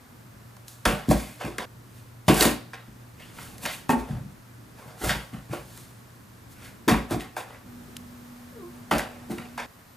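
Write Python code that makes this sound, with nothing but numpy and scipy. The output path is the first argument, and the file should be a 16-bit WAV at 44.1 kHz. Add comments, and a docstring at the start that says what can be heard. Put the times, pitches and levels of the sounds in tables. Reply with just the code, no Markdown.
"""Hum, rumble and hiss last throughout, changing with most standpoints; a thin whine comes and goes in
steps of its own. A cat jumps in and out of a cardboard box on a carpet: from 0.6 s slaps, scraping and the
dying rustle after slaps drive the board's resonances with random clicks; from 0.9 s paws thump the box modes
and the floor. From 3.9 s a loose flap rings in damped sines; at 8 s a noise burst snaps close by; at 8.5 s
the cat trills in fluttering harmonics. All but background and snap excite a room tail of decaying noise."""
import sys
import numpy as np
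from scipy import signal
from scipy.fft import rfft, irfft
from scipy.io import wavfile

SR = 44100
rng = np.random.default_rng(int(sys.argv[2]) if len(sys.argv) > 2 else 0)


def dump(signal):
    """Clip the signal to [-1, 1] and save it as 16-bit WAV at the path in sys.argv[1]."""
    limited = np.clip(np.atleast_2d(signal).T, -1, 1)
    pcm = np.round(limited * 32767).astype(np.int16)
    wavfile.write(sys.argv[1], SR, pcm)


N = 439236
TIME = np.arange(N) / SR

# standpoints, each starting abruptly: start t/s, low hum level/dB, upper hum level/dB,
# rumble level/dB, hiss level/dB
STANDPOINTS = [(0, -77, -62, -54, -56.5), (.15, -53.5, -80, -53.5, -56.5), (1.654, -51, -65.5, -53, -57.5),
               (3.17, -58, -66.5, -49.5, -56.5), (4.42, -53, -73, -53.5, -56.5),
               (6.15, -57, -66, -53, -56.5), (7.661, -79, -48, -50, -54.5), (9.661, -72, -69.5, -57, -57)]
# slaps and ticks on the board: t/s, rattle drive level/dB, favoured f/Hz, treble drive level/dB,
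# knock drive level/dB
SLAPS = [(0.567, -45, 1100, -48, -48), (0.682, -63, 3950, -35.5, -54), (0.854, -16, 1560, -27, -18),
         (1.09, -48, 900, -33, -40), (1.111, -39, 524, -34, -9), (1.409, -32, 1080, -51, -34),
         (1.45, -27, 600, -40, -29), (1.583, -21.5, 1750, -30, -28), (2.281, -27, 770, -26, -15),
         (2.344, -39, 980, -25, -37), (2.409, -10, 5040, -12, -7.5), (2.426, -30, 770, -12, -17.5),
         (2.455, -26, 1580, -21, -27), (2.733, -34, 1300, -60, -33), (3.203, -63, 557, -59, -47),
         (3.386, -35, 1520, -54, -38.5), (3.582, -55, 2500, -39, -50), (3.653, -22, 2020, -34, -24.5),
         (3.661, -41, 1080, -27, -28), (3.893, -32, 900, -32, -17.5), (4.09, -41, 564, -54, -37),
         (5.094, -24, 1970, -28, -19.5), (5.532, -27, 494, -49, -22), (5.776, -48, 1450, -40, -47),
         (6.88, -7, 750, -23.5, -17.5), (7.109, -39, 560, -32, -27), (7.207, -55, 2630, -45, -30.5),
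         (7.366, -27, 850, -38, -26), (7.504, -37, 890, -54, -45), (8.911, -9, 830, -34, -18.5),
         (8.983, -41, 483, -26, -29), (8.994, -28, 1730, -30, -24), (9.298, -35, 560, -50, -35),
         (9.318, -46, 660, -40, -37), (9.383, -35, 2280, -42, -33), (9.578, -24, 890, -37, -29.5)]
# resonances of the board under a sharp contact: f/Hz, width/Hz, level/dB
BOARD = [(454, 246, 0.5), (609, 109, 1), (754, 96, 1.5), (880, 176, 1), (1038, 170, 2), (1346, 240, 3.5),
         (1610, 270, 3), (1905, 168, 2), (2180, 450, 3), (2755, 466, 5), (3260, 1150, 2.5), (3846, 270, -4),
         (4680, 620, -10.5)]
BOARD_HZ = np.array(BOARD)[:, 0]


def amp(db):
    """Decibel law: the amplitude gain of a level in dB."""
    return 10 ** (np.asarray(db) / 20)


def rms_one(x):
    """Power normalization: x scaled to rms 1."""
    return x / np.sqrt(np.mean(x ** 2) + 1e-20)


def at_hz(points, hz):
    """Spectral interpolation: a table read on a logarithmic frequency axis."""
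    table = np.array(points)
    return np.interp(np.log(hz + 1), np.log(table[:, 0]), table[:, 1])


def coloured(x, points):
    """Spectral shaping: x weighted by a spectrum table, silent outside it."""
    hz = np.fft.rfftfreq(N, 1 / SR)
    inside = (hz > points[0][0]) & (hz < points[-1][0])
    return irfft(rfft(x) * amp(at_hz(points, hz)) * inside, N)


def bandpassed(x, order, low_hz, high_hz):
    """Band limitation: a Butterworth filter passes the range between two edges."""
    return signal.sosfilt(signal.butter(order, [low_hz, high_hz], "band", fs=SR, output="sos"), x)


def drift(rate):
    """Slow random modulation: straight lines join `rate` normal values per second, spread about 1."""
    knots = rng.standard_normal(int(N / SR * 200))
    return np.interp(TIME * rate, np.arange(len(knots)), knots) * np.sqrt(1.5)


def held(rows):
    """Stepwise control: each row's levels, as gains, last until the next row starts."""
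    s, *levels = np.transpose(rows)
    return amp(levels)[:, np.searchsorted(s, TIME, "right") - 1]


def ring(x, hz, t60):
    """Damped oscillation: a unit click sets a sine of initial height 1 ringing."""
    r, w = amp(-60 / (t60 * SR)), 2 * np.pi * hz / SR
    return signal.lfilter([0, np.sin(w)], [1, -2 * r * np.cos(w), r * r], x + 1e-18)


def resonance(x, hz, width):
    """Driven resonance: a two-pole band-pass with gain 1 at its peak."""
    r = np.exp(-np.pi * width / SR)
    poles = [1, -2 * r * np.cos(2 * np.pi * hz / SR), r * r]
    return signal.lfilter([(1 - r * r) / 2, 0, (r * r - 1) / 2], poles, x + 1e-18)


def favour_db(hz, favoured_hz, per_octave_db):
    """Modal excitation: the spot that is hit favours resonances near one pitch."""
    return -per_octave_db * np.log2(np.asarray(hz) / favoured_hz) ** 2


def background():
    """Stationary sources: wavering sines for hum and whine, filtered noise for rumble and hiss."""
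    # a thin whine that comes and goes in steps of its own: start t/s, level/dB
    whine_steps = [(0, -78), (3.17, -99), (6.15, -80), (7.661, -71), (8.75, -85), (9.662, -69)]
    # noise spectra, each later scaled to its own level: f/Hz, relative density level/dB per Hz
    rumble_spectrum = [(13, -50.5), (22, -6.5), (64, -10.5), (91, -4.5), (123, -4), (147, -7.5), (217, -8),
                       (236, -8.5), (404, -18), (700, -31), (910, -64), (1540, -120)]
    hiss_spectrum = [(290, -15.5), (500, 0.5), (678, 0), (855, 0), (1140, 0.5), (1670, -2), (2650, -8.5),
                     (3250, -9.5), (9630, -12), (11800, -11.5), (16000, -13)]
    # stereo width of the noise: f/Hz, side against mid level/dB
    noise_width = [(60, -14), (150, -12), (380, -2), (950, 0), (2380, -2), (5980, -6), (15000, -16)]
    low_hum_hz, upper_hum_hz, whine_hz = 118.4, 242.2, 11999
    rumble_sway_db, hiss_sway_db = 1.2, .3

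    low, upper, rumble, hiss = held(STANDPOINTS)
    whine = held(whine_steps)[0]
    out = 0
    for gain, hz in [(low, low_hum_hz), (upper, upper_hum_hz), (whine, whine_hz)]:
        wavering_gain = gain * amp(0.5 * drift(6.6))
        phase = 2 * np.pi * hz * TIME + 0.088 * drift(10)
        out = out + wavering_gain * np.sqrt(2) * np.sin(phase)

    full_width = [(10, -22.0)] + noise_width + [(20000, -22)]
    rumble = rumble * amp(rumble_sway_db * drift(4.3))
    hiss = hiss * amp(hiss_sway_db * drift(4.3))
    for gain, spectrum in [(rumble, rumble_spectrum), (hiss, hiss_spectrum)]:
        mid, side = rng.standard_normal((2, N))
        mid = coloured(mid, spectrum)
        side = coloured(coloured(side, spectrum), full_width)
        out = out + gain * (mid + side * [[1], [-1]]) / np.std(mid)
    return out


def contact_envelopes():
    """Power addition: slaps, scraping and dying rustle together drive the resonances and the treble."""
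    # scraping of board and the dying rustle after slaps: peak t/s, swell/s, fade/dB per s,
    # hollow drive level/dB, papery drive level/dB, treble drive level/dB
    scrapes_and_tails = [(0.686, 0.03, 122, -59, -64, -44), (0.854, 0.0032, 155, -19, -22.5, -26),
                         (1.113, 0.035, 283, -22, -32, -26), (1.18, 0.15, 72, -47, -42.5, -38.5),
                         (1.412, 0.022, 143, -33, -37.5, -46), (1.47, 0.043, 220, -36, -54, -45.5),
                         (1.582, 0.0018, 175, -31, -32, -42), (1.982, 0.22, 130, -68, -61, -54),
                         (2.281, 0.00082, 180, -18, -20, -24), (2.376, 0.11, 200, -44, -36, -25),
                         (2.425, 0.087, 242, -18, -21, -17.5), (2.453, 0.025, 230, -21.5, -25.5, -21),
                         (2.733, 0.0026, 170, -44, -41.5, -59), (3.202, 0.035, 68, -59, -48, -53),
                         (3.418, 0.16, 73, -46.5, -48.5, -42.5), (3.637, 0.046, 150, -37.5, -45, -34.5),
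                         (3.655, 0.0056, 183, -35, -26.5, -36), (3.73, 0.086, 194, -52, -61, -36),
                         (3.904, 0.018, 337, -20.5, -33, -28), (3.997, 0.079, 300, -35.5, -51, -45.5),
                         (4.123, 0.43, 125, -43.5, -52.5, -53), (4.79, 0.065, 60, -48.5, -58, -54),
                         (4.88, 0.046, 70, -49, -58, -57), (5.049, 0.074, 119, -31, -35.5, -28.5),
                         (5.078, 0.057, 203, -32, -47, -35), (5.104, 0.032, 258, -25.5, -21, -35),
                         (5.336, 0.027, 161, -45.5, -49.5, -52), (5.536, 0.051, 185, -36, -41.5, -41),
                         (5.786, 0.48, 83, -59, -56, -46.5), (6.52, 0.049, 300, -68, -71, -50),
                         (6.658, 0.16, 168, -50, -46.5, -47), (6.884, 0.0024, 194, -16.5, -22, -26),
                         (7.118, 0.037, 240, -27, -38.5, -35), (7.21, 0.036, 250, -39.5, -40, -42),
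                         (7.376, 0.017, 277, -29, -37.5, -36), (7.536, 0.45, 170, -49, -53.5, -59),
                         (8.746, 0.076, 100, -49.5, -73, -58), (8.913, 0.0022, 164, -19, -26, -31.5),
                         (8.984, 0.0088, 220, -37, -32, -36.5), (9.122, .1, 56, -47, -57, -65),
                         (9.31, 0.027, 160, -43.5, -46.5, -43), (9.383, 0.018, 125, -43, -44, -52),
                         (9.578, 0.0048, 164, -32.5, -33.5, -48)]
    # centres of the hollow and the papery part: f/Hz
    part_hz = [785, 2560]
    slap_t60_s, longest_fade_s = 0.025, .5   # the latter counts from the peak
    swell_db = 25   # each scrape or rustle enters this far below its peak

    body, treble = np.zeros((len(BOARD), N)), np.zeros(N)   # powers until the end
    after = TIME[:SR // 8]
    decay = amp(-60 * after / slap_t60_s) ** 2
    for s, rattle_db, hz, treble_db, _ in SLAPS:
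        start = round(s * SR)
        span = slice(start, start + len(after))
        rattle = amp(rattle_db + favour_db(BOARD_HZ, hz, per_octave_db=4)) ** 2
        body[:, span] += np.outer(rattle, decay)
        treble[span] += amp(treble_db) ** 2 * decay

    octave_share = np.log(BOARD_HZ / part_hz[0]) / np.log(part_hz[1] / part_hz[0])
    papery = np.clip(octave_share, 0, 1)[:, None]   # 0 hollow, 1 papery
    changes = np.append(np.array(STANDPOINTS)[:, 0], N / SR)
    for s, swell, fade_db, hollow_db, papery_db, treble_db in scrapes_and_tails:
        end = min(s + longest_fade_s, changes[changes > s][0])   # a change of standpoint ends it
        span = slice(round((s - swell) * SR), round(end * SR))
        since = TIME[span] - s
        power = amp(np.where(since < 0, swell_db * since / swell, -fade_db * since)) ** 2
        body[:, span] += amp((1 - papery) * hollow_db + papery * papery_db) ** 2 * power
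        treble[span] += amp(treble_db) ** 2 * power
    return np.sqrt(body), np.sqrt(treble)


def grains(per_s, spread_db):
    """Poisson-like impulses: random clicks of uneven size and either sign."""
    sizes = amp(spread_db * np.minimum(rng.exponential(1, N), 5)) * rng.choice([-1, 1], N)
    return sizes * (rng.random(N) < per_s / SR)


def board(drive):
    """Modal superposition: parallel board resonances, signs alternating, each with its own drive."""
    out = 0
    for k, (hz, width, level_db) in enumerate(BOARD):
        passed_share = np.pi / 2 * width / (SR / 2)   # of the power of white noise
        out = out + (-1) ** k * amp(level_db) * resonance(drive[k], hz, width) / np.sqrt(passed_share)
    return out / np.sqrt(len(BOARD) / 2)


def cardboard():
    """Granular excitation: clumped clicks drive waxing and waning resonances; finer ones rustle."""
    # bright rustle, before scaling to rms 1: f/Hz, relative density level/dB per Hz
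    rustle_spectrum = [(2060, -23), (3500, -6.5), (4210, -5), (4570, -7), (5670, -7.5), (6740, -5.5),
                       (10300, -4.5), (14600, -10), (16000, 13)]
    patch_db = 1.8   # spread of the waxing and waning

    body, treble = contact_envelopes()
    clicks = rms_one(grains(per_s=5000, spread_db=3.0) * amp(1.0 * drift(90)))
    fine = rms_one(grains(per_s=9000, spread_db=1.5) * amp(0.38 * drift(120)))
    patches = amp([patch_db * drift(35) for _ in BOARD])
    rustle = rms_one(coloured(fine + 0.21 * clicks, rustle_spectrum))
    return board(clicks * body * patches) + treble * rustle


def knocks():
    """Impulse response: one click per hard contact sets resonances near its pitch ringing freely."""
    clicks = np.zeros((len(BOARD), N))
    for s, _, hz, _, knock_db in SLAPS:
        clicks[:, round(s * SR)] += amp(knock_db + favour_db(BOARD_HZ, hz, per_octave_db=19))
    out = 0
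    for k, (hz, width, _) in enumerate(BOARD):
        t60 = 2.15 * np.log(1000) / (np.pi * width)   # longer than the width alone implies
        out = out + (-1) ** k * ring(clicks[k], hz, t60)
    return out


def snaps():
    """Broadband impulse: each hard contact starts with a bare click, band-limited to the highs."""
    clicks = np.zeros(N)
    for s, _, _, treble_db, _ in SLAPS:
        clicks[round(s * SR)] = amp(treble_db + 19)   # dB over the treble drive, before the filter
    return bandpassed(clicks + 1e-18, 1, 3000, 11000)


def thumps():
    """Modal excitation: soft paws push every box mode with its own strength, and thud on the floor."""
    # padded landings: t/s, push level/dB before the modes, favoured f/Hz, floor push level/dB
    landings = [(0.859, -14.5, 219, -17.5), (0.884, -14.5, 230, -20.5), (0.919, -16, 161, -37),
                (1.085, -3.5, 190, -18.5), (1.109, -7, 220, -38), (1.141, -19, 154, -20.5),
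                (1.445, -20.5, 199, -36), (1.478, -30, 344, -42), (1.585, -31, 233, -44),
                (2.281, -7.5, 162, -23), (2.294, -4.5, 256, -35), (2.31, -11, 166, -34),
                (2.333, -19, 346, -32), (2.369, -19, 238, -31), (2.409, -17.5, 356, -26),
                (2.455, -8, 240, -25), (2.508, -19, 250, -42), (2.878, -36.5, 206, -47),
                (3.4, -32, 110, -60), (3.64, -29, 224, -44), (3.96, -25.5, 253, -32),
                (3.998, -31, 247, -33), (4.094, -15, 146, -42), (4.12, -24, 178, -31),
                (4.139, -20.5, 128, -38), (4.164, -20, 122, -35), (4.198, -22.5, 125, -47),
                (4.246, -26.5, 136, -51), (4.859, -29.5, 114, -61), (5.009, -28, 315, -44),
                (5.033, -24.5, 334, -24.5), (5.064, -16.5, 124, -29), (5.097, -18.5, 152, -36),
                (5.151, -23.5, 185, -31), (5.331, -21, 176, -51), (5.366, -30, 175, -40),
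                (5.497, -19, 128, -54), (5.525, -26, 334, -50), (5.579, -37, 116, -42),
                (6.876, -7.5, 294, -35), (6.909, -5, 191, -25), (6.949, -19, 236, -22),
                (7.111, -16.5, 256, -32), (7.13, -15.5, 126, -46), (7.158, -18.5, 243, -30),
                (8.917, -12, 238, -38), (8.945, -16, 224, -26.5), (9.296, -18.5, 235, -48),
                (9.328, -23, 242, -58.5), (9.379, -27, 189, -59)]
    # the box under a soft paw: f/Hz, level/dB, t60/s
    box_modes = [(125, -2.5, 0.064), (145.4, -10, 0.26), (176, -2.5, 0.063), (199.4, -2.5, 0.061),
                 (241.7, -1, 0.064), (297, -8.5, 0.17), (348, -3.5, 0.11), (438.3, -6.5, 0.22)]
    floor_hz, floor_t60_s = 57, .24

    thud, pushes = np.zeros(N), np.zeros((len(box_modes), N))
    chance = rng.normal(0, 1, (len(landings), len(box_modes)))
    signs = (-1.) ** np.arange(len(box_modes))
    mode_hz = np.array(box_modes)[:, 0]
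    for (s, push_db, hz, thud_db), vary in zip(landings, chance):
        near_db = favour_db(mode_hz, hz, per_octave_db=22.0)
        pushes[:, round(s * SR)] += signs * amp(push_db + near_db + 2 * vary)
        thud[round(s * SR)] += amp(thud_db)
    box = sum(amp(level_db) * ring(push, hz, t60)
              for (hz, level_db, t60), push in zip(box_modes, pushes))
    padded = bandpassed(box, 2, 60, 700)   # soft pads, small panel
    # the carpet slows the thud
    cushioned = signal.sosfilt(signal.butter(2, 140, fs=SR, output="sos"), thud)
    return padded + ring(cushioned, floor_hz, floor_t60_s)


def flap():
    """Free vibration: a loose flap, kicked, slaps back, bounces and rings in its modes."""
    # kicks at take-off or landing and the bounces: t/s, level/dB before the modes
    flap_slaps = [(3.893, -12), (3.904, -34), (3.931, -17), (8.912, -21.5)]
    # modes of the flap: f/Hz, level/dB, t60/s
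    flap_modes = [(165, -10, .15), (236, -5, .2), (253, 0, .22), (415, -15, .15), (533, -19, .15),
                  (800, -8, .13), (850, -9, .12), (904, -10, .19), (1104, -15, .15), (1600, -17, .08),
                  (1830, -14, .12), (2568, -18, .1)]
    clicks = np.zeros(N)
    for s, level_db in flap_slaps:
        clicks[round(s * SR)] = amp(level_db)
    return sum((-1) ** k * amp(level_db) * ring(clicks, hz, t60)
               for k, (hz, level_db, t60) in enumerate(flap_modes))


def near_tick():
    """Direct sound alone: a short bright noise burst, too close to the microphone to stir the room."""
    # the dry snap: t/s, initial level/dB before the filter, t60/s
    s, level_db, t60 = (7.967, -22.5, 0.014)
    envelope = amp(level_db - 60 * np.clip(TIME - s, 0, 1) / t60) * (TIME >= s)
    return bandpassed(envelope * rng.standard_normal(N), 1, 2500, 9000)


def trill():
    """Harmonic source: a closed-mouth call of unsteady pitch; overtones weaken faster than the level."""
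    # course of the call: t/s, fundamental f/Hz before its wobble, level/dB before the flutter
    trill_course = [(8.525, 535, -48), (8.533, 524, -51), (8.599, 389.5, -45.5), (8.653, 354, -43.5),
                    (8.731, 368, -58), (8.741, 364, -59), (8.76, 375, -68)]
    harmonics_db, flutter_hz = [0, -15, -8], 27

    s, pitch, level_db = np.transpose(trill_course)
    level_db = np.interp(TIME, s, level_db, -200, -200)
    effort = amp(level_db - level_db.max())
    unsteady_hz = np.interp(TIME, s, pitch) * (1 + .035 * drift(70))
    phase = 2 * np.pi * np.cumsum(unsteady_hz) / SR
    tone = sum(amp(db) * effort ** k * np.sin((k + 1) * phase) for k, db in enumerate(harmonics_db))
    flutter = (1 + .35 * np.sin(2 * np.pi * flutter_hz * TIME)) * amp(2.5 * drift(40))
    return np.sqrt(2) * amp(level_db) * flutter * tone


def room(x):
    """Reverberation: octave bands of dying noise, most alike at both ears in the bass and top treble."""
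    # decay: f/Hz, t60/s
    decay_times = [(60, 0.34), (250, 0.38), (1000, 0.33), (4000, 0.45), (12000, 0.067)]
    # tail against the direct sound: f/Hz, level/dB
    tail_levels = [(60, -18.5), (250, -3.5), (1000, -6.5), (4000, -9.5), (12000, -14)]
    # stereo width of the tail: f/Hz, side against mid level/dB
    tail_width = [(60, -39), (250, -9), (1000, -4.5), (4000, -6), (12000, -66)]

    t, edges = TIME[:SR // 2], 40 * 2. ** np.arange(10)
    tail = np.zeros((2, len(t)))
    for low, high in zip(edges, np.minimum(edges[1:], .45 * SR)):
        hz = np.sqrt(low * high)
        band = bandpassed(rng.standard_normal(tail.shape), 2, low, high)
        band *= amp(-60 * t / at_hz(decay_times, hz)) * np.clip(t / 0.00094, 0, 1)   # brief onset
        energy = np.sum(band ** 2, 1, keepdims=True)
        mid, side = band * np.sqrt((high - low) / (SR / 2) / energy)
        tail += amp(at_hz(tail_levels, hz)) * (mid + amp(at_hz(tail_width, hz)) * side * [[1], [-1]])
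    # a change of standpoint ends the tail
    starts = [round(row[0] * SR) for row in STANDPOINTS[1:]]
    return np.hstack([signal.fftconvolve(part[None], tail, axes=1)[:, :len(part)]
                      for part in np.split(x, starts)])


def two_ports(x):
    """Interchannel phase: the left microphone port leads the right one, most in the middle range."""
    # lead of the left port: f/Hz, phase/rad
    left_lead = [(100, 0.14), (600, 0.56), (1030, 0.59), (1720, 0.5), (2760, 0.52), (3600, 0.41),
                 (16000, 0)]
    half = np.exp(.5j * at_hz(left_lead, np.fft.rfftfreq(N, 1 / SR)))
    return irfft(rfft(x) * [half, half.conj()], N)


def scene():
    """Superposition: cat and box close by in a carpeted room; lows lean left, the board leans right."""
    low = thumps() + trill()
    board_sound = cardboard() + knocks() + snaps() + flap()
    near = low * amp([[.35], [-.35]]) + board_sound * amp([[-.2], [.2]])
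    return two_ports(near) + room(low + board_sound) + near_tick() + background()


def record(dry):
    """Band limitation and saturation: the deepest bass is lost, peaks are rounded, the top is cut."""
    thinned = signal.sosfilt(signal.butter(3, 38, "high", fs=SR, output="sos"), dry)
    rounded = 1.1 * np.tanh(thinned / 1.1)
    # 70 dB down from 15.9 kHz upwards
    return signal.sosfilt(signal.cheby2(14, 70, 15900, fs=SR, output="sos"), rounded)


dry = scene()
out = record(dry)
dump(out)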